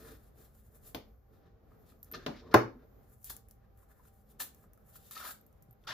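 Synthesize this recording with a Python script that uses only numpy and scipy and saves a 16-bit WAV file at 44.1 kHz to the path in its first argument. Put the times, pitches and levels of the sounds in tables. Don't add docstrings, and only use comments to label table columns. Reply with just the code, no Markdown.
import sys
import numpy as np
from scipy import signal
from scipy.fft import rfft, irfft
from scipy.io import wavfile

SR = 44100
rng = np.random.default_rng(int(sys.argv[2]) if len(sys.argv) > 2 else 0)


def volts_from_decibels(level):
    exponent = np.asarray(level, float) / 20
    return 10 ** exponent


def log_audio(samples):
    frames = np.atleast_2d(samples).T
    limited = np.clip(frames, -1, 1)
    pcm = np.round(limited * 32767).astype(np.int16)
    wavfile.write(sys.argv[1], SR, pcm)


N = 261504
T = np.arange(N) / SR
AGE = T[:SR // 3]


def rms_one(x):
    return x / np.sqrt(np.mean(x ** 2) + 1e-20)


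def peak_one(x):
    return x / np.abs(x).max()


def at_hz(points, hz):
    table_hz, value = np.array(points).T
    return np.interp(np.log(np.maximum(hz, 1)), np.log(table_hz), value)


def colour(x, points):
    hz = np.arange(x.shape[-1] // 2 + 1) * SR / x.shape[-1]
    closed = [(points[0][0] / 2, -60)] + list(points) + [(points[-1][0] * 1.6, -60)]
    return rms_one(irfft(rfft(x) * volts_from_decibels(at_hz(closed, hz)), x.shape[-1]))


def band(x, low_hz, high_hz):
    edges = [low_hz, min(high_hz, .45 * SR)]
    return signal.sosfilt(signal.butter(2, edges, "band", fs=SR, output="sos"), x)


def drift(rate):
    knots = np.arange(0, N / SR + 1, 1 / rate)
    return np.interp(T, knots, rng.standard_normal(800)[:len(knots)])


def ring(clicks, hz, t60):
    r, w = volts_from_decibels(-60 / (t60 * SR)), 2 * np.pi * hz / SR
    return signal.lfilter([0, np.sin(w)], [1, -2 * r * np.cos(w), r * r], clicks + 1e-18)


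def burst(ms):
    return rng.standard_normal(len(AGE)) * (np.exp(-AGE * 1000 / max(ms, .1)) + 1e-12)


def unit_click():
    return (AGE == 0) + 1e-12


def add(out, s, piece):
    i = round(s * SR)
    out[i:i + len(piece)] += piece[:N - i]


def rings(table, rough_ms):
    out = np.zeros(N)
    for s, peak_db, hz, t60 in table:
        tone = ring(burst(rough_ms), hz, max(t60, .004))
        add(out, s, volts_from_decibels(peak_db) * peak_one(tone))
    return out


def gestures(s, hold, db, rise, fall):
    t = T[::32, None]
    early_db = rise * np.maximum(s - t, 0)
    late_db = fall * np.maximum(t - s - np.abs(hold), 0)
    power = np.sum(volts_from_decibels(db - early_db - late_db) ** 2, axis=1)
    return np.interp(T, t[:, 0], np.sqrt(power))


def two_ports(mid, side, alike):
    alike = np.clip(alike, -1, 1)
    return np.sqrt(1 + alike) * mid + np.sqrt(1 - alike) * side * [[1], [-1]]


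# pitch_hz, level_db (per Hz)
RUMBLE_TONE = [(30, -11.5), (55, 2.5), (80, -9.5), (120, -9.5)]
# time_s, level_db
RUMBLE_LEVEL = [(0.0, -70), (0.08, -54.5), (0.31, -65.5), (0.69, -64), (0.94, -59), (1.45, -69.5),
                (1.83, -69.5), (2.29, -58.5), (2.48, -62), (2.73, -61.5), (3.0, -66.5), (3.3, -60),
                (3.63, -65), (4.35, -70), (4.59, -66), (5.05, -76.5), (5.3, -72), (5.93, -65.5)]


def rumble():
    level_db = np.interp(T, *np.transpose(RUMBLE_LEVEL))
    return volts_from_decibels(level_db) * colour(rng.standard_normal(N), RUMBLE_TONE)


# pitch_hz, level_db (per Hz)
AIR_TONE = [(12, -42.5), (20, -12), (77, 0.5), (337, -15), (446, -10.5), (718, -16), (780, -18.5),
            (949, -24), (1190, -21), (2820, -38.5), (7110, -44), (8650, -49), (12100, -38.5),
            (13200, -30.5), (16000, -42)]
# pitch_hz, likeness (0-1)
AIR_LIKENESS = [(30, 0.99), (60, 0.1), (130, 1), (290, 0), (640, 0.), (1400, 0), (3100, 0), (7000, 0),
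                (13000, 0.13)]
# pitch_hz, width_hz, level_db
WHINES = [(214, 5, -76), (787.5, 6.6, -84), (15800, 40, -96)]


def hum():
    hz = np.arange(N // 2 + 1) * SR / N
    mid, side = rfft(rng.standard_normal((2, N)))
    room = colour(irfft(two_ports(mid, side, at_hz(AIR_LIKENESS, hz)), N), AIR_TONE)
    level = volts_from_decibels(-65 + 2.3 * drift(5))
    flicker = (volts_from_decibels(4.0 * drift(11)) - 1) * band(room, 5000, 18000)
    tones = 0
    for pitch_hz, width_hz, db in WHINES:
        tones = tones + volts_from_decibels(db) * rms_one(ring(rng.standard_normal(N), pitch_hz, 2.7 / width_hz))
    return level * (room + flicker) + tones


# pitch_hz, t60_s
ROOM_DECAY = [(100, .26), (300, .33), (1000, .26), (4000, .27), (13000, .17)]
# pitch_hz, likeness (0-1)
ROOM_LIKENESS = [(100, 0.8), (300, 0.5), (600, 0), (2000, 0), (6000, 0.1), (13000, 0.85)]


def kitchen(x):
    age = T[:SR // 2]
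    white = rng.standard_normal((2, 2, len(age)))
    edges = 90 * 2. ** np.arange(0, 8, .5)
    tail = 0
    for k, (low_hz, high_hz) in enumerate(zip(edges, edges[1:])):
        mid, side = band(white[k % 2], low_hz, high_hz)
        pair = two_ports(mid, side, at_hz(ROOM_LIKENESS, low_hz))
        late = volts_from_decibels(-60 * age / at_hz(ROOM_DECAY, low_hz))
        early = volts_from_decibels(2.5 - 60 * age / 0.035)
        tail = tail + pair * (late + early)
    tail = tail * np.clip(age / 0.00033, 0, 1)
    tail = tail / np.sqrt(np.sum(tail ** 2) / 2)
    return signal.fftconvolve(x[None], tail, axes=1)[:, :N]


# start_s, peak_db, pitch_hz, t60_s
BUMPS = [(0.97, -47, 117, .15), (2.544, -21.5, 612, .07), (2.544, -18.5, 1034, .05),
         (2.544, -22, 335, 0.08), (2.544, -24, 710, 0.071), (2.544, -24, 890, .06),
         (0.952, -44.5, 328, 0.11), (0.955, -45, 448, .1), (0.955, -46, 239, .12),
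         (2.552, -21.5, 119.8, 0.2), (2.545, -22.5, 788, 0.11), (2.546, -22, 272, .25),
         (2.275, -39, 151, .09), (2.645, -39, 115, 0.13), (2.75, -51, 247.3, 0.2),
         (5.685, -51, 119.4, 0.19), (5.85, -58.5, 90, 0.069), (5.89, -49, 112, 0.28)]


def bumps():
    return band(rings(BUMPS, 6.5), 93, 1800)


# pitch_hz, level_db (per Hz)
WEIGHT_TONE = [(70, 2), (130, -4.5), (250, 2.5), (450, -2), (800, -15)]
# start_s, hold_s, level_db
LEANS = [(0.01, 0.12, -53), (0.385, 0.025, -60.5), (0.493, .01, -84), (0.73, 0.036, -68),
         (0.884, .005, -60), (1.075, 0.024, -64), (1.334, 0.0055, -59.5), (1.441, 0.025, -61.5),
         (1.552, 0.29, -68.5), (1.919, 0.039, -63.5), (2.07, .01, -73), (2.108, .005, -76),
         (2.156, 0.027, -47), (2.292, 0.016, -43.5), (2.427, 0.18, -51), (2.815, 0.033, -57.5),
         (2.9, 0.24, -67.5), (3.286, .11, -69), (3.475, 0.11, -77.5), (3.722, .02, -68),
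         (3.907, 0.0097, -70), (4.057, .03, -74), (4.32, 0.038, -68.5), (4.416, 0.025, -60),
         (4.502, .2, -74), (5.059, .01, -72.5), (5.168, 0.14, -66), (5.45, .02, -68), (5.898, .06, -56.5)]


def leans():
    press = gestures(*np.transpose(LEANS), rise=290, fall=1200)
    return press * colour(rng.standard_normal(N), WEIGHT_TONE)


def blow(low, middle, high, top, slap_db, crack_db, tick_db):
    thud = volts_from_decibels(5.5) * band(band(low, 290, 870), 99, 1300)
    slap = volts_from_decibels(slap_db + 7.5) * band(middle, 600, 1500)
    crack = volts_from_decibels(crack_db + 3.0) * band(high, 2100, 4500)
    tick = volts_from_decibels(tick_db + 7.0) * band(top, 9500, 21000)
    return thud + slap + crack + tick


def rough_blow(ms, slap_db, crack_db, tick_db):
    contacts = burst(4.0 * ms), burst(1.0 * ms), burst(0.41 * ms), burst(0.83 * ms)
    return blow(*contacts, slap_db, crack_db, tick_db)


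# pitch_hz, level_db, t60_s
BOARD_MODES = [(117, -6, 0.15), (220.6, -12, 0.15), (272, -5, 0.24), (328.9, -1, 0.11), (410, -1, 0.092),
               (490, -11, 0.054), (545, -7, .1), (609, -3, 0.07), (734, -7, 0.07), (883, -7.5, 0.12),
               (1028, 3, 0.033), (1410, -12, 0.018), (1545.4, 1.5, 0.05), (1973, -9, 0.1)]
# start_s, peak_db, slap_db (0.6-1.5 kHz), crack_db (2.1-4.5 kHz), tick_db (over 9.5 kHz),
# contact_ms
KNOCKS = [
    (0.947, -28.5, -8, 0, -13, 5.5),
    (2.2631, -24, -3.5, -0.5, -25, 8.4),
    (2.5428, -2.5, -1, -16.5, -34.5, 4.8),
]


def knocks():
    near, wide, bare = np.zeros((3, N))
    click = unit_click()
    for s, peak_db, slap_db, crack_db, tick_db, ms in KNOCKS:
        contact = burst(0.21 * ms)
        body = 0
        for hz, db, t60 in BOARD_MODES:
            tone = peak_one(ring(contact, hz, min(t60, .22)))
            body = body + volts_from_decibels(db + slap_db * (hz > 700)) * tone
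        body = band(body, 140, 4200)
        middle = rough_blow(ms, slap_db, crack_db, tick_db)
        ends = rough_blow(ms, slap_db, crack_db, tick_db)
        plain = blow(click, click, click, click, slap_db - 0.5, crack_db - 6.0, tick_db - 6)
        add(near, s, volts_from_decibels(peak_db) * (volts_from_decibels(-12.0) * body + volts_from_decibels(-4) * middle))
        add(wide, s, volts_from_decibels(peak_db - 3.0) * band(ends, 320, 9500))
        add(bare, s, volts_from_decibels(peak_db + 22.0) * plain)
    return near, wide, bare


# start_s, peak_db, pitch_hz, t60_s
DRAGS = [(2.425, -58, 1030, .025), (2.46, -57, 1100, .025), (2.485, -58, 980, .025),
         (2.34, -54, 2200, .006), (2.195, -54, 1650, .008), (5.845, -62, 1300, .008)]


def drags():
    return rings(DRAGS, 40.0)


# start_s, peak_db, pitch_hz, t60_s
BEADS = [(0.16, -62, 13400, .01), (2.0303, -39.5, 13200, 0.011), (2.1145, -34.5, 13150, 0.022),
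         (2.123, -36, 13120, 0.02), (5.4116, -56, 13200, 0.017), (5.465, -54.5, 13260, 0.02),
         (5.6261, -51, 13250, 0.048), (5.7095, -50, 13280, 0.025), (5.7275, -56.5, 13140, 0.03)]


def bead_ticks():
    return rings(BEADS, 0.12)


# start_s, peak_db, body_db (1.3-5.5 kHz),
# length_ms
SNAPS = [(0.17, -62, -20, .8), (0.199, -64, -20, .8), (2.543, -36, 8, 2.5), (2.029, -46, -35, 1.4),
         (2.045, -50, -27, 1.8), (2.1357, -61.5, 14, 1.3), (2.5412, -19.5, -3, 1.3), (0.9464, -41, 0.5, 1),
         (3.218, -58, -18, 0.92), (3.299, -41, -15, 2.8), (3.229, -52, -32, 1.2), (3.244, -36.5, -30, 0.79),
         (3.3659, -37, -25.5, 0.91), (3.486, -50, -21, 1.3), (3.5105, -49, -25, 0.82),
         (3.7743, -61, -17, 1.85), (4.1401, -61.5, -25, 1.28), (4.5466, -56.5, -29, 2.2),
         (4.6099, -66, -16, 1.47), (4.7337, -54, -18.5, 1.4), (4.776, -60.5, -24, 0.44),
         (5.1105, -42, -13, 0.74), (5.4642, -60, -19, 0.82), (5.5275, -61, -19.5, 0.69),
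         (5.6234, -55, -27, 3), (5.839, -77.5, 12.5, 1.5), (5.1775, -52, 8, .5), (5.2528, -52, 5, .4),
         (5.155, -55, -3, 1.2), (5.035, -63, -10, .8), (4.957, -62, 3, .6), (4.4013, -46, -4, 0.73),
         (4.4113, -44, -1, 1)]


def snaps():
    near, bare = np.zeros((2, N))
    click = unit_click()
    for s, peak_db, body_db, ms in SNAPS:
        crack = burst(ms)
        for level_db, low_hz, high_hz in (6.5, 7800, 24000), (6.5 + body_db, 1300, 5500):
            piece = volts_from_decibels(peak_db + level_db) * peak_one(band(crack, low_hz, high_hz))
            add(near, s, piece)
            strength = np.sqrt(np.mean(piece ** 2))
            add(bare, s, strength * rms_one(band(click, low_hz, high_hz)))
    return near, bare


# start_s, peak_db, pitch_hz, t60_s
SMACKS = [(1.7178, -61, 1250, 0.023), (1.9207, -61, 1310, 0.012), (3.3032, -42.5, 1160, 0.009),
          (3.8294, -63.5, 1076, 0.02), (3.9174, -63, 1500, 0.021), (3.9953, -60, 1034, 0.026),
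          (4.052, -62.5, 1333, 0.03), (4.6385, -63, 1255, 0.032), (4.775, -63.5, 1300, 0.027),
          (4.9557, -54, 1357, 0.019), (5.1105, -55, 1320, .015), (4.402, -40, 1550, .012)]


def smacks():
    return rings(SMACKS, 1.6)


# start_s, peak_db, pitch_hz, t60_s
SQUEAKS = [(5.163, -41, 1310, .05), (5.2036, -45, 1420, .025), (5.224, -47, 1290, .03),
           (5.2475, -41.5, 1300, .03), (5.259, -44.5, 1278, 0.025), (5.289, -41, 1460, .02),
           (5.311, -48, 1395, .02), (5.872, -41, 3500, .025), (5.872, -41, 1380, 0.019),
           (5.885, -40, 1500, 0.031), (5.89, -43, 3500, .015), (5.906, -40.5, 1800, 0.014),
           (5.915, -43, 3080, .02), (5.92, -44, 1090, .02), (5.879, -43, 870, .025)]


def squeaks():
    return rings(SQUEAKS, 5.2)


# pitch_hz, level_db (per Hz)
SQUELCH_TONE = [(550, -9), (900, -10.5), (1100, -6), (1300, -1.5), (1500, -4.5), (1750, -7.5), (2400, -20)]
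RASP_TONE = [(1600, -3.5), (2400, 0), (3500, 9), (5500, 3.5), (8000, -11), (10500, -22)]
HISS_TONE = [(6000, -17.5), (8500, 2.5), (10500, -6.5), (13000, -2.5), (15000, -6), (16500, -11)]


def rub_layers():
    sizes = volts_from_decibels(2.6 * np.minimum(rng.exponential(1, N), 5))
    slips = rng.random(N) < 12000.0 / SR
    grains = slips * sizes * rng.choice([-1, 1], N) * volts_from_decibels(2.8 * drift(60))
    squelch = colour(grains * sizes ** 0.36, SQUELCH_TONE)
    return squelch, colour(grains, RASP_TONE), colour(grains, HISS_TONE)


def rub(layers, table, rise, falls):
    s, hold, db, wet_db, hiss_db = np.transpose(table)
    out = 0
    for layer, level_db, fall in zip(layers, (db + wet_db, db, db + hiss_db), falls):
        out = out + layer * gestures(s, hold, level_db, rise, fall)
    return out


# start_s, hold_s, rasp_db, squelch_over_rasp_db, hiss_over_rasp_db
SLIDES = [(0.025, 0.096, -64, 5, 8), (.2, 0.081, -81.5, 2, 13.5), (.384, 0.072, -76, 2, 13),
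          (.536, 0.13, -85.5, 4, 18), (.752, 0.0097, -81.5, 10, 21.5), (.81, 0.037, -95, 10, 18),
          (.872, 0.0058, -66, -2.5, 16), (1.348, .005, -77, 4, 3), (1.428, 0.049, -82, 6, -11),
          (1.69, 0.051, -90.5, 13, 12), (1.872, 0.038, -74, -3, 9), (2.06, 0.025, -83, 7, 6),
          (2.218, 0.013, -64.5, 2, -25), (2.3, 0.054, -68, 9, -9), (2.365, 0.024, -60.5, -6, -43),
          (2.43, 0.048, -72, 6.5, -18), (2.82, 0.0089, -79.5, 13, -18.5)]
SLIDE_FALL = (400, 390, 420)


def slides(layers):
    return rub(layers, SLIDES, 330, SLIDE_FALL)


# start_s, hold_s, rasp_db, squelch_over_rasp_db, hiss_over_rasp_db
FINGERS = [(3.03, 0.069, -90.5, 7, 15), (3.12, 0.019, -86, 12, 22.5), (3.2, 0.046, -93, -1, 27.5),
           (3.49, 0.029, -86.5, 1.5, 16), (3.624, 0.023, -88.5, 14.5, 1), (3.79, 0.043, -90, 13.5, 20),
           (3.912, 0.0048, -80, 13, 16), (3.96, 0.088, -91.5, 15.5, 15), (4.05, 0.029, -78.5, 2.5, 15.5),
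           (4.14, 0.073, -90.5, 2.5, 19), (4.31, .01, -78, -8, 14), (4.47, 0.021, -78, -3.5, -3.5),
           (4.55, 0.1, -93, 11.5, 21), (4.76, 0.094, -99, 4.5, 17.5), (4.89, 0.021, -83.5, 10.5, 23),
           (4.96, 0.005, -63, -6, 14), (5.0, 0.2, -71.5, -9, 11.5), (5.47, 0.26, -99, -3, 17.5),
           (5.84, 0.014, -79, -2, 6)]
FINGER_FALL = (670, 750, 890)


def fingers(layers):
    return rub(layers, FINGERS, 400, FINGER_FALL)


# start_s, hold_s, rasp_db, squelch_over_rasp_db,
# hiss_over_rasp_db
TEARS = [(2.116, 0.0034, -84.5, 23, 0), (2.14, 0.012, -48, 3, -19), (2.515, 0.0045, -55, 0, -14),
         (2.528, 0.014, -67, 26, -19), (3.246, 0.02, -67.5, -3, 20.5), (3.268, .025, -62.5, -13, 9),
         (3.298, 0.0062, -48.5, -5.5, 11.5), (3.37, 0.0043, -81.5, 17, 19), (4.397, .004, -54, -4, 14),
         (5.13, .025, -62, 0, 9.5), (5.155, 0.031, -47, -3.5, 1), (5.2, 0.052, -54, 4.5, 4),
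         (5.24, 0.035, -53, 3, 7), (5.275, .035, -53, 3.5, 11)]
# start_s, hold_s, rasp_db, squelch_over_rasp_db, hiss_over_rasp_db
RIPS = [
    (4.402, .018, -42, -0.5, 9),
    (5.111, 0.0075, -55, -3, 9.5),
    (5.872, 0.059, -44, 0.7, -13.5),
]
TEAR_FALL = (1700, 990, 490)


def tears(layers):
    return rub(layers, TEARS, 2900, TEAR_FALL) + rub(layers, RIPS, 7400, TEAR_FALL)


def scene():
    layers = rub_layers()
    rubbing = leans() + slides(layers) + fingers(layers) + tears(layers)
    hands = volts_from_decibels(-6.0) * rubbing + smacks() + squeaks()
    beads = bead_ticks()
    fibres, clicks = snaps()
    board, wide, bare = knocks()
    to_room = volts_from_decibels(-1) * hands + volts_from_decibels(-9) * beads + volts_from_decibels(-5) * clicks + volts_from_decibels(-11) * board + volts_from_decibels(-2.5) * bare
    near_hands = (hands + beads + fibres) * volts_from_decibels(np.array([[.6], [-.6]]))
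    near_board = (board + wide * [[1], [-1]]) * volts_from_decibels(np.array([[-2.5], [-4.5]]))
    background = hum() + rumble()
    return near_hands + near_board + kitchen(to_room) + background + bumps() + drags()


def top_cut(x):
    return signal.sosfilt(signal.butter(12, 16660, fs=SR, output="sos"), x)


def record(dry):
    port_hz, port_width_hz = 8600, 3300
    notch_hz, notch_width_hz = 8800, 2450
    r, w = np.exp(-np.pi * port_width_hz / SR), 2 * np.pi * port_hz / SR
    poles = np.array([1, -2 * r * np.cos(w), r * r])
    left, right = dry[0], signal.lfilter(poles[::-1], poles, dry[1])
    mid, side = (left + right) / 2, (left - right) / 2
    gap = [notch_hz - notch_width_hz / 2, notch_hz + notch_width_hz / 2]
    leak = volts_from_decibels(-19 + 5.0 * drift(14)) * mid
    mid = signal.sosfilt(signal.butter(2, gap, "stop", fs=SR, output="sos"), mid) + leak
    side = signal.sosfilt(signal.butter(7, 11900, fs=SR, output="sos"), side)
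    ports = [mid + side, mid - side]
    ports = signal.sosfilt(signal.cheby2(12, 50, 16100, fs=SR, output="sos"), ports)
    ports = np.tanh(ports)
    return top_cut(ports)


dry = scene()
out = record(dry)
log_audio(out)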